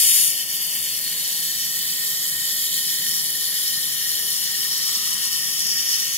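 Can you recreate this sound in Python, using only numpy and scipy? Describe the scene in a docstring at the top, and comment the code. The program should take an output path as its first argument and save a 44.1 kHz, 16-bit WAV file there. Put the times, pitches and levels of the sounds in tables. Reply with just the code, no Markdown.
"""Handheld laser welding on steel, close up

A bright flare on cold steel hands over to a settled vapour hiss, pulsed by the beam's side-to-side sweep.
Jet and spits are shaped noise; resonances of pipe stub and plate, and gliding echoes off the hand, colour them.
The sweeping head hums in wavering sines; the workshop's air is a low noise with passing rumbles.
"""
import sys
import numpy as np
from scipy import signal
from scipy.fft import rfft, irfft, next_fast_len
from scipy.io import wavfile
from scipy.ndimage import uniform_filter1d, map_coordinates

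SR = 44100
rng = np.random.default_rng(int(sys.argv[2]) if len(sys.argv) > 2 else 0)


def to_wav(s):
    """Save 16-bit WAV."""
    ch = np.atleast_2d(s).T  # columns
    pcm = np.round(np.clip(ch, -1, 1) * 32767)  # PCM
    wavfile.write(sys.argv[1], SR, pcm.astype(np.int16))


N = 272402
TIME = np.arange(N) / SR
SWEEP_HZ = 79.96  # side-to-side rate of the beam
RING_OUT_S = 5.13  # the plate rings out around this moment


def amp(db):
    """Turn decibels into gain."""
    return 10 ** (np.asarray(db) / 20)


def unit(x):
    """Scale to rms 1."""
    return x / np.sqrt(np.mean(x ** 2) + 1e-20)


def along(points, hz):
    """Read each column of (Hz, ..) rows at hz, on a log frequency axis."""
    point_hz, *columns = np.transpose(points)
    return [np.interp(np.log(hz + 1), np.log(point_hz + 1), column) for column in columns]


def wobble(rate):
    """Draw a smooth random curve with this many knots a second."""
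    knots = rng.standard_normal(int(N * rate / SR) + 4)
    return map_coordinates(knots, [TIME * rate])


def swell(peak_s, width_s, t=TIME):
    """Draw a bell that rises to 1 and falls again."""
    return np.exp(-((t - peak_s) / width_s) ** 2)


def seam(*levels_db):
    """Draw a smooth arc through the levels at the start, middle and end of the seam."""
    return np.polyval(np.polyfit([0, .5, 1], levels_db, 2), TIME / TIME[-1])


def filtered(x, response):
    """Multiply the spectrum of x by a response of frequency, which may be complex."""
    size = next_fast_len(N + SR // 4)
    hz = np.fft.rfftfreq(size, 1 / SR)
    return irfft(rfft(x, size) * response(hz), size)[..., :N]


def below(hz, edge_hz, order=24):
    """Gain of a low-pass; a higher order is steeper."""
    return 1 / (1 + (hz / edge_hz) ** order)


def workshop_air(level_db):
    """Low rush of fans: noise partly alike at the two ports, with a rumble that swells now and then."""
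    # Spectrum of the air. Each row: frequency in Hz, relative level in dB.
    air_spectrum = [(12, -64), (20, -37), (88, -9.5), (130, -7), (157, -6), (243, -6.5), (270, -13),
                    (310, -8), (345, -11), (480, -9.5), (756, -12.5), (1300, -13), (1690, -80),
                    (2860, -120)]
    # Likeness of the air at the two ports. Each row: frequency in Hz, likeness from 0 to 1.
    air_alike = [(30, 0.3), (80, 0.7), (200, 0.8), (600, 0.85), (1200, 0.52)]
    # Rumbles. Each row: peak in seconds, half length in seconds, centre in Hz, width in Hz, level in dB.
    rumble_swells = [(0.88, .13, 95, 40, -58), (2.38, .12, 139, 90, -55), (2.9, 0.56, 165, 110, -54.5),
                     (3.0, 0.34, 240, 35, -57.5), (3.057, 0.052, 162, 40, -49), (3.75, 0.054, 155, 50, -50)]

    def colour(hz):
        # the angle splits the power between sum and difference, which sets the likeness
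        angle = np.arccos(np.clip(along(air_alike, hz)[0], 0, 1)) / 2
        return amp(along(air_spectrum, hz)[0]) * np.array([np.cos(angle), np.sin(angle)])

    mid, side = filtered(rng.standard_normal((2, N)), colour)
    air = amp(level_db + 0.37 * wobble(7.7)) * unit(np.array([mid + side, mid - side]))
    for peak_s, length_s, centre_hz, width_hz, db in rumble_swells:
        noise = rng.standard_normal(N) + .55 * rng.standard_normal((2, N))
        rumble = filtered(noise, lambda hz: below(2 * (hz - centre_hz), width_hz, order=4))
        air += amp(db) * swell(peak_s, length_s) * unit(rumble)
    return air * amp([[.4], [-.4]])  # the left port is slightly louder


def hum(gain_db, waver_db, drift_cycles, whine_db, whine_s):
    """The sweeping head hums near multiples of its rate; the high lines whine as the plate rings out."""
    # Lines of the hum. Each row: multiple of the sweep rate, relative level in dB rms.
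    lines = [(1, -72), (2, -57.5), (3, -67.5), (4, -66.5), (5, -71), (6, -66), (7, -70), (8, -74),
             (13, -73), (15, -80), (16, -83)]
    fade_starts_s, fade_db_per_s = 5.1, 4  # the hum eases towards the end of the seam
    fade_db = -fade_db_per_s * np.maximum(TIME - fade_starts_s, 0)
    whine = whine_db * swell(RING_OUT_S, whine_s)
    out = np.zeros(N)
    for multiple, db in lines:
        hz = round(multiple) * SWEEP_HZ
        level_db = db + waver_db * wobble(11) + (hz > 950) * whine + fade_db
        cycles = hz * TIME + rng.random() + drift_cycles * wobble(7)
        out += amp(level_db) * np.sin(2 * np.pi * cycles)
    return amp(gain_db) * np.sqrt(2) * out


def room(x, t60):
    """A faint, very short scatter off the bench and the metal around it: decaying noise as an echo tail."""
    t = np.arange(SR // 2) / SR
    tail = rng.standard_normal((2, len(t))) * amp(-60 * t / t60) * (t > .004)
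    return signal.fftconvolve(x, tail / np.linalg.norm(tail[0]), axes=1)[:, :N]


def off_hand(x):
    """Hand and pipe return the short waves later as the torch moves on, so combs glide down the treble."""
    # Echoes. Each row: first delay in ms, eventual growth in ms, gain at the left port, gain at the right.
    echoes = [(.69, .39, .22, 0), (.74, .67, 0, -.22), (.84, .34, .22, .18), (2.0, .27, -.06, -.14)]
    settles_s = 2.3
    treble = filtered(x, lambda hz: 1 - below(hz, 6500, order=6))
    moved = 1 - np.exp(-TIME / settles_s)
    out = x.copy()
    for first_ms, growth_ms, *gains in echoes:
        read_at = (TIME - (first_ms + growth_ms * moved) / 1000) * SR
        out += np.array([gain * map_coordinates(port, [read_at], order=5)
                         for gain, port in zip(gains, treble)])
    return out


def shaded(x, blotch_db, dips_and_swells=()):
    """Colour the ports' sum and difference: slow random blotches, dips and swells whose centre slowly falls."""
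    sag_per_s = 0.027  # share of its frequency by which a centre falls each second
    both = np.array([x[0] + x[1], x[0] - x[1]]) / 2
    hz, s, z = signal.stft(both, SR, nperseg=1024)
    field = rng.standard_normal(z.shape)
    for _ in range(2):
        field = uniform_filter1d(field, size=5, axis=1)  # across frequency
        field = uniform_filter1d(field, size=16, axis=2)  # across time
    gain_db = blotch_db * unit(field)
    for peak_s, length_s, centre_hz, width_hz, *changes_db in dips_and_swells:
        falling_hz = centre_hz * (1 - sag_per_s * (s - peak_s))
        offset = (hz[:, None] - falling_hz) / width_hz
        shape = swell(peak_s, length_s, s) * .5 ** (2 * offset) ** 2
        gain_db += np.multiply.outer(changes_db, shape)
    mid, side = signal.istft(z * amp(gain_db), SR, nperseg=1024)[1][..., :N]
    return np.array([mid + side, mid - side])


def vapour(pulse_db, burst_db, flutter_db, crackle):
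    """Three noises (direct, scattered left, scattered right): boiling steel pulses together over steady gas."""
    sweep = 2 * np.pi * SWEEP_HZ * TIME
    # the beam crosses the joint twice a sweep, and one crossing starts with a sharp burst
    crossings = pulse_db * np.cos(2 * (sweep - 1.9))
    burst = burst_db * np.exp(7 * (np.cos(sweep - 1.4) - 1))
    # the vapour stalls as the beam turns back
    stall = 1.2 * np.exp(9 * (np.cos(sweep - 3.5) - 1))
    # the pulsing grows deeper and shallower with the melt
    pulses = (crossings + burst - stall) * (1.05 + .3 * wobble(12))
    # the melt pool flutters quickly
    surge = amp(pulses + flutter_db * wobble(700))
    # tiny pops, about 500 a second, stand out of the direct rush
    pops = unit((rng.random(N) < 500 / SR) * rng.standard_normal(N))
    rush = rng.standard_normal((3, N))
    rush[0] += crackle * pops
    boiling = unit(surge * rush)
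    gas = rng.standard_normal((3, N))

    def gas_share(hz):
        # steady gas fills the lower hiss and part of the airy top; pulsing vapour owns the treble between
        return below(hz, 6600, order=4) + .25 * (1 - below(hz, 12000, order=12))

    pulsing = filtered(boiling, lambda hz: np.sqrt(1 - gas_share(hz)))
    steady = filtered(gas, lambda hz: np.sqrt(gas_share(hz)))
    return pulsing + steady


def spits(gain_db, t60):
    """Droplets burst from the melt, each a very short crack of decaying noise."""
    # The loudest spits of molten steel. Each row: start in seconds, relative peak level in dB.
    droplets = [(0.161, -17), (0.212, -18), (0.378, -16), (1.078, -17), (2.454, -16), (2.491, -18),
                (3.0665, -14.5), (3.3046, -18), (3.4547, -16), (3.554, -16), (4.8287, -19), (5.168, -16)]
    envelope = np.zeros(N)
    t = np.arange(SR // 40) / SR
    for start_s, db in droplets:
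        start = round(start_s * SR)
        envelope[start:start + len(t)] += amp(db + gain_db - 60 * t / t60)
    return envelope * rng.standard_normal((3, N))


def at_ports(x, colour_db):
    """Colour the jet; its direct part reaches the left port first, its scattered part differs between ports."""
    # The two microphone ports. Each row: frequency in Hz, left minus right in dB, likeness from 0 to 1,
    # phase lead of the left in radians.
    ports = [(700, 0.7, 0.77, 0.2), (1100, 1.2, 0.66, 1.2), (1350, 0.3, 0.55, 0.8), (1620, 2, 0.7, 2.6),
             (1830, 0, 0.66, 0.8), (2300, 0.3, 0.62, 2), (2950, 0.4, 0.87, 6.2), (3700, -1, 0.75, 7.1),
             (3950, -0.7, 0.78, 8.7), (4500, -1.2, 0.8, 8.6), (5400, 0.4, 0.8, 10.1),
             (5750, 2.5, 0.65, 9.7), (6400, 0.3, 0.62, 10.3), (6850, 0, 0.88, 12.4), (7800, 0.5, 0.7, 14.1),
             (8500, 5, 0.35, 13.6), (9200, 10, 0.5, 15.6), (10300, 9, 0.64, 17.1), (11100, 3, 0.62, 17.9),
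             (12200, 0.7, 0.78, 18.6), (12550, 1, 0.7, 18.9), (12900, 1, 0.5, 20.7), (13300, 0, 0.55, 19.4),
             (14200, -3, 0.68, 20.6), (15600, -1.5, 0.4, 22.3)]

    def port_gain(hz, direct):
        balance_db, alike, lead = along(ports, hz)
        alike = np.clip(alike, 0, 1)
        sides = amp([balance_db / 2, -balance_db / 2])
        sides = sides / np.linalg.norm(sides, axis=0)
        gain = amp(colour_db(hz)) * sides * (1 - below(hz, 720, order=4))
        if direct:
            return gain * np.sqrt(alike) * np.exp(.5j * np.array([lead, -lead]))
        return gain * np.sqrt(1 - alike)

    direct = filtered(x[0], lambda hz: port_gain(hz, True))
    scattered = filtered(x[1:], lambda hz: port_gain(hz, False))
    return direct + scattered


def flare():
    """The beam bites into cold steel with a louder, brighter, smoother hiss that holds and then sags."""
    # Spectrum of the flare. 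Each row: frequency in Hz, relative level in dB.
    flare_spectrum = [(500, -34), (1250, -27.5), (1550, -24), (1800, -11), (2050, -14), (2650, -9),
                      (3100, -5.5), (3700, -7.5), (4400, -5), (5000, -5.5), (5600, -2), (6050, -3),
                      (6500, -6), (7200, -2), (8200, -8), (8900, 0), (10500, 2.5), (10900, -1.5),
                      (11800, 0), (12400, -7), (12800, -4.5), (13400, -5), (14000, -3), (14700, -10),
                      (15600, -6)]
    start_db, hold_s, sag_db_per_s = -14, 0.18, 30
    level_db = start_db - sag_db_per_s * np.maximum(TIME - hold_s, 0)
    jet = vapour(pulse_db=1.1, burst_db=.8, flutter_db=.9, crackle=.07) + spits(gain_db=23, t60=.009)
    return amp(level_db) * unit(at_ports(jet, lambda hz: along(flare_spectrum, hz)[0]))


def plate_ring():
    """Level of the plate's ring in dB: it grows along the seam and rings out once."""
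    return seam(-39, -33, -31) + 4 * swell(RING_OUT_S, width_s=0.54)


def weld():
    """The settled jet rings the steel; bands of its hiss change level as the torch moves round the pipe."""
    # Spectrum of the settled jet. Each row: frequency in Hz, relative level in dB.
    jet_spectrum = [(700, -30), (1400, -23.5), (1650, -24.5), (2600, -17.5), (3300, -7.5), (3800, -7),
                    (5400, -3.5), (6350, -9), (7600, -8.5), (8350, -11.5), (9100, -7), (12700, -8),
                    (13400, -10), (15600, -8.5)]
    # Resonances of the pipe stub and plate. Each row: centre in Hz, width in Hz, boost in dB.
    steel = [(1047, 41, 11.5), (1227, 170, 7), (1834, 234, 15), (3059, 190, 7.5), (4330, 73, 8),
             (5707, 560, 6), (6730, 150, 4), (7670, 500, 4), (9260, 400, 2), (10320, 1100, 4),
             (11940, 700, 3), (12740, 260, 1.5), (13800, 400, 5.5)]
    # The highest hiss beams sideways as the torch turns. 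Each row: time in seconds, left minus right in dB.
    top_pan = [(0.4, 2.5), (2.08, -1), (3.48, 2), (5.96, 4.5), (6.1, 2)]

    # the jet is nearly steady, but falters once just after the flare
    level_db = -24 + 0.36 * wobble(5.06) - 3 * swell(0.456, width_s=0.041)
    jet = vapour(pulse_db=1.7, burst_db=3.7, flutter_db=1.3, crackle=.2) + spits(gain_db=22.0, t60=0.009)

    def colour_db(hz):
        rings = sum(db / (1 + (2 * (hz - centre_hz) / width_hz) ** 2) for centre_hz, width_hz, db in steel)
        return along(jet_spectrum, hz)[0] + rings

    hiss = at_ports(jet, colour_db)

    def part(low_hz, high_hz):
        return filtered(hiss, lambda hz: below(hz, high_hz) - below(hz, low_hz))

    def flicker(depth_db):
        # slow and quick wavering of one part on its own
        return depth_db * (wobble(9) + wobble(70))

    # each seam() arc is a part's level in dB at the start, halfway and at the end
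    plate = amp(plate_ring()) * unit(part(470, 1540))
    pipe = amp(seam(-19, -18, -19.5) + flicker(depth_db=1.03)) * unit(part(1503, 2040))
    # the valley just above the pipe's note is deepest near halfway along the seam
    valley = amp(seam(-14, -20.5, -16.5)) * unit(part(2060, 2820))
    body = amp(seam(-7, -4.5, -5) + flicker(depth_db=0.5)) * unit(part(2724, 5085) + part(5986, 8160))
    sizzle = amp(seam(-10.5, -12, -5) + flicker(depth_db=2.1)) * unit(part(5040, 5870))
    top_pan_db = np.interp(TIME, *np.transpose(top_pan))
    sides = unit(amp(np.array([top_pan_db, -top_pan_db]) / 2))
    top = amp(seam(-1, -0.16, -2.5)) * sides * np.array([unit(port) for port in part(8270, SR / 2)])
    return amp(level_db) * (plate + pipe + valley + body + sizzle + top)


def scene():
    """The flare hands over to the settled weld, whose melt pool heaves irregularly at roughly 4 to 12 Hz."""
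    # Dips and swells of the hiss, in the ports' sum and difference. Each row: strongest at in seconds,
    # half length in seconds, centre in Hz, width in Hz, change of the sum in dB, of the difference in dB.
    dips_and_swells = [(0.1, 0.23, 4030, 220, -22, -8), (0.59, 0.29, 3990, 280.8, -36, -9),
                       (0.8, 0.75, 5260, 555.6, -2, -13), (2.4, 0.4, 5870, 281, -30, -8),
                       (2.1, 0.82, 5200, 240, -6, -19), (3.07, 1.27, 2742, 176, -25, -11),
                       (3.5, 0.45, 13450, 400, -8, -11), (3.9, 0.95, 8160, 540, -8.5, -3),
                       (4, 0.21, 4870, 430, -8, -7), (4.93, 0.86, 11500, 468, -7, -3),
                       (5.72, 0.44, 4030, 360, -26, -3), (6, 0.57, 8380, 500, -15, -4),
                       (6.32, 0.35, 6150, 720, 13, 6), (1.96, 1, 7660, 970, 2.5, 1.5),
                       (0.5, 1.1, 3300, 250, -1, -8), (0.5, 1.1, 2660, 302, 0.5, -12),
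                       (0.8, 1.1, 4770, 378, 4, 4), (1.05, 0.53, 4410, 300, 5, 1),
                       (0.3, 1.2, 1560, 250, -4, 5), (0.9, 0.74, 1880, 180, -6.5, -6),
                       (4.1, 1, 3350, 486, -1.5, 5), (5.7, 0.9, 9400, 400, 0, -11),
                       (5.5, 0.38, 13100, 400, -5, 4), (4.1, 0.6, 12100, 300, 6, 1),
                       (6.1, 0.3, 4500, 378, 0, -4), (0.9, 0.52, 11200, 260, -9, -5),
                       (1.5, 0.4, 9900, 260, -1, -7), (2.35, 0.39, 9900, 220, -7, -3),
                       (2.6, 0.55, 11400, 450, 2.5, 0), (3.2, 0.7, 1830, 300, 0.5, -2),
                       (3.9, 0.6, 3300, 900, 1.8, 0), (4.15, 0.4, 5600, 600, 2.5, 0),
                       (0.1, 0.2, 4450, 400, 3, 0), (4.9, 0.55, 1009, 120.4, 2, 5),
                       (5, 0.18, 1200, 183.6, 9, 6)]
    settle_s, handover_s = 0.277, 0.046
    settled = np.clip((TIME - settle_s) / handover_s, 0, 1)
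    heave = unit(filtered(rng.standard_normal(N), lambda hz: below(hz, 12, order=4) - below(hz, 4, order=6)))
    torch = np.sqrt(1 - settled) * flare() + np.sqrt(settled) * amp(.45 * heave) * weld()
    torch = shaded(off_hand(torch), blotch_db=1.0, dips_and_swells=dips_and_swells)
    air = shaded(workshop_air(level_db=-51.0), blotch_db=1.2)
    machine = hum(gain_db=-1.5, waver_db=2, drift_cycles=0.11, whine_db=16, whine_s=0.6)
    return torch + amp(-9) * room(torch, t60=0.021) + machine + air


def record(dry):
    """Softly limit the highest peaks and cut everything above the top frequency."""
    top_hz = 15750
    limited = dry / (1 + np.abs(dry / .85) ** 6) ** (1 / 6)
    return filtered(limited, lambda hz: hz < top_hz)


dry = scene()
out = record(dry)
to_wav(out)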